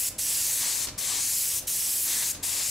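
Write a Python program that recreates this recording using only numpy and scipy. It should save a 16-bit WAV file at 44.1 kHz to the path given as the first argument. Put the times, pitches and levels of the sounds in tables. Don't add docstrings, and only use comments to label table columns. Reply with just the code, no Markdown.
import sys
import numpy as np
from scipy import signal
from scipy.fft import irfft
from scipy.io import wavfile
from scipy.ndimage import uniform_filter1d

SR = 44100
rng = np.random.default_rng(int(sys.argv[2]) if len(sys.argv) > 2 else 0)


def bounce(signal):
    frames = np.transpose(np.atleast_2d(signal))
    limited = np.clip(frames, -1, 1)
    pcm = np.round(limited * 32767).astype(np.int16)
    wavfile.write(sys.argv[1], SR, pcm)


N = 119070
WINDOW, HOP = 512, 128
TIME_S = np.arange(N) / SR
FRAME_S = np.arange(N // HOP + 3) * HOP / SR
BIN_HZ = np.fft.rfftfreq(WINDOW, 1 / SR)

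# time_s, hiss_db, extra_treble_db, left_over_right_db
SWEEP = [(0.02, -27, 1.5, 2.3), (0.07, -26.5, -0.5, 0), (0.21, -28, -1.2, -0.4), (0.3, -25.5, -0.7, 0.2),
         (0.42, -24, -1, -0.1), (0.56, -25, -0.1, 1.7), (0.66, -24.5, -4.5, 2.9), (0.74, -25.7, -3, 4),
         (0.83, -27.5, -2.5, 5), (1.01, -31, 0, 5), (1.09, -25.5, -6, 4), (1.18, -26, -4.5, 4.5),
         (1.24, -24, -4.5, 2.5), (1.42, -25.5, 1, 0.5), (1.57, -27, -0.3, 2), (1.7, -27, 0.3, -0.2),
         (1.85, -26.3, 0, 0), (2.04, -27.5, 4.5, 0.8), (2.11, -25, -1.5, 1.3), (2.21, -25, -2.5, 2.5),
         (2.29, -26.0, -1.4, 3), (2.46, -28.5, -0.8, 4), (2.54, -28.5, -1.5, 4), (2.62, -26, -4.5, 3.6),
         (2.68, -25.5, -5.5, 3)]


def amp(db):
    return 10 ** (np.asarray(db) / 20)


def evened(x):
    return x / np.sqrt(np.mean(x ** 2) + 1e-20)


def read(points, hz):
    point_hz, value = np.transpose(points)
    return np.interp(np.log(hz + 1), np.log(point_hz + 1), value)


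def follow(table, time_s):
    point_s, *columns = np.transpose(table)
    return [np.interp(time_s, point_s, column) for column in columns]


def to_sound(z):
    return signal.istft(z.swapaxes(-1, -2), nperseg=WINDOW, noverlap=WINDOW - HOP)[1][..., :N]


def ports(likeness, shape):
    a, b = rng.standard_normal((2, *shape)) + 1j * rng.standard_normal((2, *shape))
    likeness = np.clip(likeness, -1, 1)
    return np.array([a, likeness * a + np.sqrt(1 - likeness ** 2) * b])


def noise(spectrum):
    port_spacing_m, sound_speed_m_s = 0.036, 360
    hz = np.fft.rfftfreq(N, 1 / SR)
    likeness = np.sinc(2 * hz * port_spacing_m / sound_speed_m_s)
    return evened(irfft(ports(likeness, hz.shape) * amp(read(spectrum, hz)), N))


def trigger():
    # open_s, shut_s
    strokes = [(-.3, 0.091), (0.187, 0.86), (0.983, 1.5976), (1.675, 2.322), (2.433, 2.9)]
    open_ramp_s, shut_ramp_s = .014, .016
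    bleed_db, bleed_decay_s = -8.5, 0.016
    flow = np.zeros(N)
    for open_s, shut_s in strokes:
        opening = np.clip((TIME_S - open_s) / open_ramp_s + .5, 0, 1)
        closing = np.clip((shut_s - TIME_S) / shut_ramp_s + .5, 0, 1)
        bleed = amp(bleed_db) * np.exp(-np.maximum(TIME_S - shut_s, 0) / bleed_decay_s)
        flow += opening * np.maximum(closing, bleed)
    return flow


def bearing():
    # freq_hz, left_over_right_db
    port_tilt = [(7800, -1), (9000, 1.3), (16000, -0.5)]
    # freq_hz, lead_rad_per_db of pan
    lead = [(6500, 0), (9000, 0.32), (12000, 0.51), (16000, .5)]
    ahead_db = 1
    pan_db = follow(SWEEP, FRAME_S)[2][:, None]
    gain = amp((pan_db + read(port_tilt, BIN_HZ)) / 2)
    half = gain * np.exp(.5j * (pan_db - ahead_db) * read(lead, BIN_HZ))
    return np.array([half, 1 / half])


def turbulence(spectrum, flutter_db, colour):
    # freq_hz, left_right_likeness
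    alike = [(300, 0.99), (640, 0.78), (1400, 0.82), (3100, 1), (7000, 1), (15000, 1)]
    patchy_db = 1.23
    shape = len(FRAME_S), len(BIN_HZ)
    flutter = evened(uniform_filter1d(rng.standard_normal(len(FRAME_S)), size=4))[:, None]
    patches = uniform_filter1d(rng.standard_normal(shape), size=5, axis=0)
    patches = evened(uniform_filter1d(patches, size=14, axis=1))
    level_db = read(spectrum, BIN_HZ) + flutter_db * flutter + patchy_db * patches
    z = ports(read(alike, BIN_HZ), shape) * amp(level_db)
    return to_sound(z * colour * bearing()) / to_sound(z).std()


def panel_comb():
    # time_s, lag_ms, strength
    echo = [(0, .405, .3), (.2, .36, .3), (.3, .365, .3), (.4, .41, .28), (.56, .5, .26), (.7, .46, .12),
            (1.15, .5, .1), (1.25, .44, .18), (1.4, .4, .24), (1.55, .33, .22), (1.7, .325, .22),
            (1.82, .355, .28), (2.02, .4, .26), (2.11, .5, .22), (2.2, .52, .22), (2.32, .41, .2),
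            (2.52, .4, .1), (2.7, .42, .26)]
    # freq_hz, share_of_strength
    mirror = [(1000, 1.1), (4500, .75), (10000, .65), (15000, .4)]
    lag_ms, strength = follow(echo, FRAME_S[:, None])
    delay = np.exp(-2j * np.pi * BIN_HZ * lag_ms / 1000)
    return abs(1 + strength * read(mirror, BIN_HZ) * delay)


def jet():
    # freq_hz, relative_db_per_hz
    hiss_spectrum = [(200, -98), (700, -53), (1350, -18), (1800, -17), (3000, -13), (4500, -7.5),
                     (6000, -2.5), (7000, 0), (7900, 1.5), (9100, -2), (10400, 0.5), (12000, -1.5),
                     (14000, -5.5), (16000, -7.5)]
    # freq_hz, relative_db_per_hz
    roar_spectrum = [(80, -10), (250, -7), (600, -5.5), (1100, 1), (1380, -9), (1700, -1), (2400, -1),
                     (4000, 3.5), (6000, 0), (9000, -27.5), (16000, -40)]
    # time_s, level_db
    landing = [(0, -42), (.2, -50), (.3, -39.5), (.57, -41.5), (.65, -33.5), (.74, -39), (1.02, -43),
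               (1.1, -36.5), (1.195, -36), (1.225, -45), (1.55, -43.5), (2.03, -44.5), (2.105, -33.5),
               (2.23, -38.5), (2.29, -43), (2.5, -39.5), (2.63, -36.5), (2.68, -46)]
    shelf_from_hz, shelf_full_hz = 7500, 12000
    comb = panel_comb()
    hiss_db, treble_db, _ = follow(SWEEP, FRAME_S[:, None])
    shelf = read([(shelf_from_hz, 0), (shelf_full_hz, 1)], BIN_HZ)
    hiss = turbulence(hiss_spectrum, -0.14, comb * amp(hiss_db + treble_db * shelf))
    roar_db = follow(landing, FRAME_S[:, None])[0]
    roar = turbulence(roar_spectrum, .8, comb * amp(roar_db))
    return trigger() * (hiss + roar)


def booth(x, count=7):
    # freq_hz, t60_s
    decay = [(200, 0.97), (1500, 0.82), (4000, 0.56), (8000, 0.36), (12000, 0.24), (16000, 0.25)]
    out = np.zeros((2, N))
    for k in range(count):
        white = noise([(0, 0), (1, 0)])[:, :SR // 2]
        hz, t, z = signal.stft(white, SR, nperseg=WINDOW)
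        fade = amp(-60 * t / read(decay, hz)[:, None])
        tail = signal.istft(z * fade, SR, nperseg=WINDOW)[1]
        here = np.sqrt(np.maximum(1 - abs(np.linspace(0, count - 1, N) - k), 0))
        out += signal.fftconvolve(x * here, tail / np.linalg.norm(tail[0]), axes=1)[:, :N]
    return out


def fan():
    # freq_hz, relative_db_per_hz
    rush = [(18, -8), (36, -0.5), (52, -2), (88, 2.5), (125, 0.5), (190, -4.5), (400, -8.5), (700, -14),
            (1300, -16), (3000, -23), (8000, -42), (16000, -59)]
    # pitch_hz, rms_db
    tones = [(86.1, -61), (284, -64.5), (517, -67.5), (613, -67)]
    rush_db, wander_hz, waver_depth = -52.5, 1.96, 0.24
    out = amp(rush_db) * noise(rush)
    for pitch_hz, level_db in tones:
        drift = uniform_filter1d(rng.standard_normal((2, N)), size=3000)
        wander, waver = evened(uniform_filter1d(drift, size=1500))
        turns = np.cumsum(pitch_hz + wander_hz * wander) / SR + rng.random()
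        out += amp(level_db) * evened((1 + waver_depth * waver) * np.sin(2 * np.pi * turns))
    return out


def spits():
    # start_s, level_db
    puffs = [(0.871, -33.5), (0.885, -38), (2.348, -43.5)]
    # freq_hz, relative_db_per_hz
    puff_spectrum = [(300, 0), (2000, -2.5), (5500, 7), (8000, 0.5), (16000, -17)]
    rise_s, fade_s = 0.0005, 0.012
    level = np.zeros(N)
    for start_s, level_db in puffs:
        age_s = np.maximum(TIME_S - start_s, 0)
        level += amp(level_db) * np.minimum(age_s / rise_s, 1) * np.exp(-age_s / fade_s)
    return level * noise(puff_spectrum)


def scene():
    booth_db = -14.5
    gun = jet() + spits()
    return gun + amp(booth_db) * booth(gun[:1]) + fan()


def record(dry):
    knee_db, squeeze_db_per_db, makeup_db, sense_s = -40, .42, 5.2, .007
    edge_hz = 15720
    r = np.exp(-1 / (sense_s * SR))
    power = (dry ** 2).mean(0)
    sensed = signal.lfilter([1 - r], [1, -r], power, zi=[power[:WINDOW].mean()])[0]
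    over_db = np.maximum(10 * np.log10(sensed + 1e-12) - knee_db, 0)
    held = dry * amp(makeup_db - squeeze_db_per_db * over_db)
    low_pass = signal.firwin(511, edge_hz, window=("kaiser", 9), fs=SR)
    return signal.oaconvolve(held, low_pass[None], "same")


dry = scene()
out = record(dry)
bounce(out)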